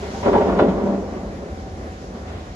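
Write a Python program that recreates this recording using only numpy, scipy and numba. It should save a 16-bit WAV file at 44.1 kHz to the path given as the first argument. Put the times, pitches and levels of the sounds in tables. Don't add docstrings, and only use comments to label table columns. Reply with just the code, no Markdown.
import sys
import numpy as np
from scipy import signal
from scipy.fft import rfft, irfft
from scipy.io import wavfile
from scipy.ndimage import uniform_filter1d
from numba import njit

SR = 44100
rng = np.random.default_rng(int(sys.argv[2]) if len(sys.argv) > 2 else 0)


def generate_wav(sig):
    pcm = np.round(np.clip(np.atleast_2d(sig).T, -1, 1) * 32767).astype(np.int16)
    wavfile.write(sys.argv[1], SR, pcm)


N = 112454

# t/s, level/dB, brightness/(dB per octave), struck panel f/Hz,
# ring/dB, crash t60/s, thump/dB
BLOWS = [(0.023, -21.5, 4.5, 424, 3.5, 0.35, 4.5), (0.138, -21, -1.5, 786, 0.5, 0.85, -1),
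         (0.228, -13, 5.5, 619, 6.5, 0.32, -26), (0.256, -2, -1, 572, -0.5, 0.16, -2),
         (0.276, -3.5, -2, 415, 0.5, 0.27, -5), (0.328, -1, -0.5, 580, -11.5, 0.33, -3),
         (0.351, -4.5, -1, 838, 1, 0.19, -0.5), (0.378, -10, 2.5, 417, 6.5, 0.26, 9.5),
         (0.408, -5.5, 0.4, 619, -1, 0.34, -0.5), (0.449, -5, -1.5, 285, -4.5, 0.94, -10.5),
         (0.487, -10, 1.5, 417, -3, 0.37, -4), (0.520, -5.5, -1, 198, 0.5, 0.56, -6.5),
         (0.564, -7, 0.5, 417, 1.5, 0.17, 1.5), (0.588, 3.5, 2.5, 619, -5.5, 0.12, -12.5),
         (0.609, 2, -3, 417, -3, 0.45, 3.5), (0.630, -10.5, 1.5, 417, -3, 0.15, 9),
         (0.680, -9, 6, 198, 1, 0.12, 11.5), (0.713, -8, -2, 572, -6.5, 0.15, -5),
         (0.770, -7, -0.5, 421.3, 1, 0.51, -3.5), (0.831, -6, -2, 198, 7, 0.3, 0),
         (0.858, -12.5, -0.5, 568, 8.5, 0.4, 6.5), (0.886, -8.5, -3, 197, 5.5, 0.29, 2.5),
         (0.922, -9, -0.5, 198, 4, .22, 7.5), (0.975, -10.5, -7.5, 420, -6.5, 0.16, 4.5),
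         (1.142, -19, -5, 285, 4, 0.12, -8), (1.227, -20, -8, 198, 8.5, 0.17, 8.5),
         (1.421, -14, -3.5, 376, -2.5, 0.37, -16), (1.661, -12.5, -6.5, 376, -13, 0.095, -22),
         (2.146, -18, 2.5, 232, -3, 0.33, 4), (2.27, -24, 7.5, 232, -14, 1, -9)]
# f/Hz, side against mid/dB
STEEL_WIDTH = [(60, -27), (160, -33), (280, -9), (600, -16), (1200, -4), (2400, -0.5), (9000, -15)]
ATTACK_S = 0.0026


def undb(db):
    return 10 ** (np.asarray(db) / 20)


def curve(points, hz):
    f, db = np.array(points, float).T
    return undb(np.interp(np.log(hz), np.log(f), db))


def bins(size):
    return np.maximum(np.fft.rfftfreq(size, 1 / SR), 1)


def noise(colour, width, tilt_db=0, size=N):
    hz = bins(size)
    gain = curve(colour, hz) * undb(tilt_db * np.log2(np.clip(hz, 89, 3200)))
    mid, side = rfft(rng.standard_normal((2, size))) * gain / np.sqrt(np.mean(gain ** 2))
    spread = curve(width, hz)
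    return irfft(np.array([mid + spread * side, mid - spread * side]) / np.sqrt(1 + spread ** 2), size)


def walk(per_s):
    hold = max(int(SR / per_s), 1)
    steps = np.repeat(rng.standard_normal(N // hold + 1), hold)
    return np.sqrt(2) * uniform_filter1d(uniform_filter1d(steps, hold), hold)[:N]


def fade(t, rise_s, t60):
    return (1 - np.exp(-t / rise_s)) * np.exp(-np.log(1000) * t / t60)


def add(out, start, x):
    i = int(start * SR)
    x = x[:, :N - i]
    out[:, i:i + x.shape[1]] += x


@njit
def follow(x, attack, release):
    out, level = np.empty(len(x)), 0.
    for i in range(len(x)):
        level += (x[i] - level) * (attack if x[i] > level else release)
        out[i] = level
    return out


def engines(width):
    # f/Hz, density/dB
    colour = [(20, -20), (36, -14.5), (48, 4), (70, 2.5), (88, 4), (105, -3), (130, -8.5), (200, -14.5),
              (500, -59)]
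    # t/s, level/dB
    swell = [(0, -2), (0.221, -3), (.39, 3.5), (.6, 3.5), (1.1, -0.5), (1.75, 3), (2.1, -1), (2.499, 2)]
    swell_db = np.interp(np.arange(N) / SR, *np.array(swell).T)
    return undb(-30.5 + swell_db) * noise(colour, width)


def machinery_hum():
    # f/Hz, level/dB
    tones = [(198, -49.5), (388, -44.5), (735, -46), (757, -44)]
    hum = np.zeros(N)
    for hz, db in tones:
        level = undb(db + 3.5 * walk(7.56))
        pitch = hz * (1 + 0.014 * walk(20))
        hum += level * np.sin(2 * np.pi * np.cumsum(pitch) / SR)
    return hum


def machinery_noise(width):
    # f/Hz, density/dB
    colour = [(60, -41), (130, -5.5), (200, 6.5), (260, 1), (400, 0), (600, -1), (800, -9), (1100, -11),
              (2000, -15.5), (5000, -41.5)]
    return undb(-32 + walk(18)) * noise(colour, width)


def wind_and_water(width, swell_at_s=0.17, swell_width_s=0.17, swell_db=3.5):
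    # f/Hz, density/dB
    colour = [(300, -18.5), (1000, 3), (2500, -3.5), (4000, -2.5), (6000, -3), (7300, -7), (8300, -22.5),
              (11500, -22), (14000, -64)]
    swell = np.exp(-((np.arange(N) / SR - swell_at_s) / swell_width_s) ** 2)
    return undb(-44.5 + swell_db * swell) * noise(colour, width)


def flicker(x, depth_db=1, per_s=26):
    spectrum = rfft(x)
    half_octaves = np.clip(2 * np.log2(bins(N) / 700), 0, 8)
    bands = (irfft(spectrum * np.maximum(1 - np.abs(half_octaves - k), 0), N) for k in range(9))
    return sum(band * undb(depth_db * walk(per_s)) for band in bands)


def port():
    # f/Hz, side against mid/dB
    width = [(40, -27.5), (160, -19.5), (300, -19), (700, -4), (1300, 5.5), (2500, 3), (6000, 0.5),
             (9000, -10.5)]
    return engines(width) + machinery_hum() + flicker(machinery_noise(width) + wind_and_water(width))


def plate_resonances(x, depth_db=4.5, spacing_hz=14):
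    size = 2 * N
    hz = bins(size)
    peaks = np.interp(hz / spacing_hz, np.arange(N), rng.standard_normal(N))
    cepstrum = irfft(np.log(undb(depth_db * peaks * hz / (hz + 500))), size)
    cepstrum[1:N] *= 2
    cepstrum[N + 1:] = 0
    return irfft(rfft(x, size) * np.exp(rfft(cepstrum)), size)[:, :N]


def plate_crashes(size=65536):
    # f/Hz, density/dB
    colour = [(60, -17), (125, -20), (190, 1.5), (400, -0.5), (600, 0.5), (1000, -7.5), (1250, -12.5),
              (2000, -22.5), (2800, -28.5), (4000, -34.5), (7000, -57), (12000, -83)]
    out, t = np.zeros((2, N)), np.arange(size) / SR
    echo_fade = undb(-11) * fade(t, rise_s=0.046, t60=2.55)
    for start, db, bright_db, _, _, t60, _ in BLOWS:
        judder = undb(1.7 * walk(per_s=78)[:size])
        crash = judder * fade(t, ATTACK_S, t60) * noise(colour, STEEL_WIDTH, bright_db, size)
        echo = echo_fade * noise(colour, STEEL_WIDTH, tilt_db=-3, size=size)
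        add(out, start, undb(db) * (crash + echo))
    return undb(-11.5) * plate_resonances(out)


def nearness(hz, panel_hz, reach_octaves=0.52):
    return 1 / (1 + (np.log2(hz / panel_hz) / reach_octaves) ** 2)


def body_ring():
    # f/Hz, level/dB, t60/s
    modes = [(156, -19, 0.23), (198.3, -2.5, 0.77), (232, -4, 0.54), (285, -11.5, 0.14), (376, -1, 0.5),
             (413.9, -0.5, 0.56), (576.5, -3, 0.49), (619, -11.5, 0.41), (786, -6.5, 0.48),
             (838, -8.5, 0.1), (929, -3.5, 0.64), (972, 2, 0.18), (1085, -19, 0.25), (1900, -25, 0.25)]
    out, t = np.zeros((2, N)), np.arange(N) / SR
    pitches = np.array(modes)[:, 0]
    thump = fade(t[None, :SR // 2], rise_s=0.014, t60=0.1)
    for k, (hz, mode_db, t60) in enumerate(modes):
        energy = np.zeros((1, N))
        ring = undb(mode_db - 13) * fade(t[None, :int(t60 * SR)], ATTACK_S, t60)
        for start, db, _, panel_hz, ring_db, _, thump_db in BLOWS:
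            add(energy, start, (ring * undb(db + ring_db) * nearness(hz, panel_hz)) ** 2)
            if k == np.argmax(nearness(pitches, panel_hz)):
                add(energy, start, (thump * undb(db + thump_db)) ** 2)
        drift_hz = 5.08 * np.sqrt(hz / 400) * walk(29.88)
        phase = 2 * np.pi * np.cumsum(hz + drift_hz) / SR
        stereo_phase = np.array([[1], [-1]]) * walk(8.06) * curve(STEEL_WIDTH, hz)
        beating = undb(1.1 * walk(24.62))
        out += np.sqrt(energy) * beating * np.sin(phase + stereo_phase)
    return out


def scene():
    # f/Hz, phase/rad
    left_lag = [(100, 0), (200, -0.01), (350, 0.32), (700, 0.59), (1250, 0.5), (2200, 1.5), (4000, 3),
                (6000, 7), (8000, 7.5)]
    left, right = plate_crashes() + body_ring() + port()
    lag = np.interp(bins(N), *np.array(left_lag).T)
    return np.array([irfft(rfft(left) * np.exp(-1j * lag), N), right])


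def record(dry):
    low_cut_hz, high_cut_hz = 42, 11600
    threshold_db, slope, attack_s, release_s = -24, 0.56, 0.3, 25
    x = signal.sosfilt(signal.butter(3, low_cut_hz, "high", fs=SR, output="sos"), dry)
    level = follow(np.abs(x).mean(axis=0), 1 / (attack_s * SR), 1 / (release_s * SR))
    gain = np.maximum(level / undb(threshold_db), 1) ** -slope
    return signal.sosfilt(signal.ellip(10, .2, 80, high_cut_hz, fs=SR, output="sos"), x * gain)


dry = scene()
out = record(dry)
generate_wav(out)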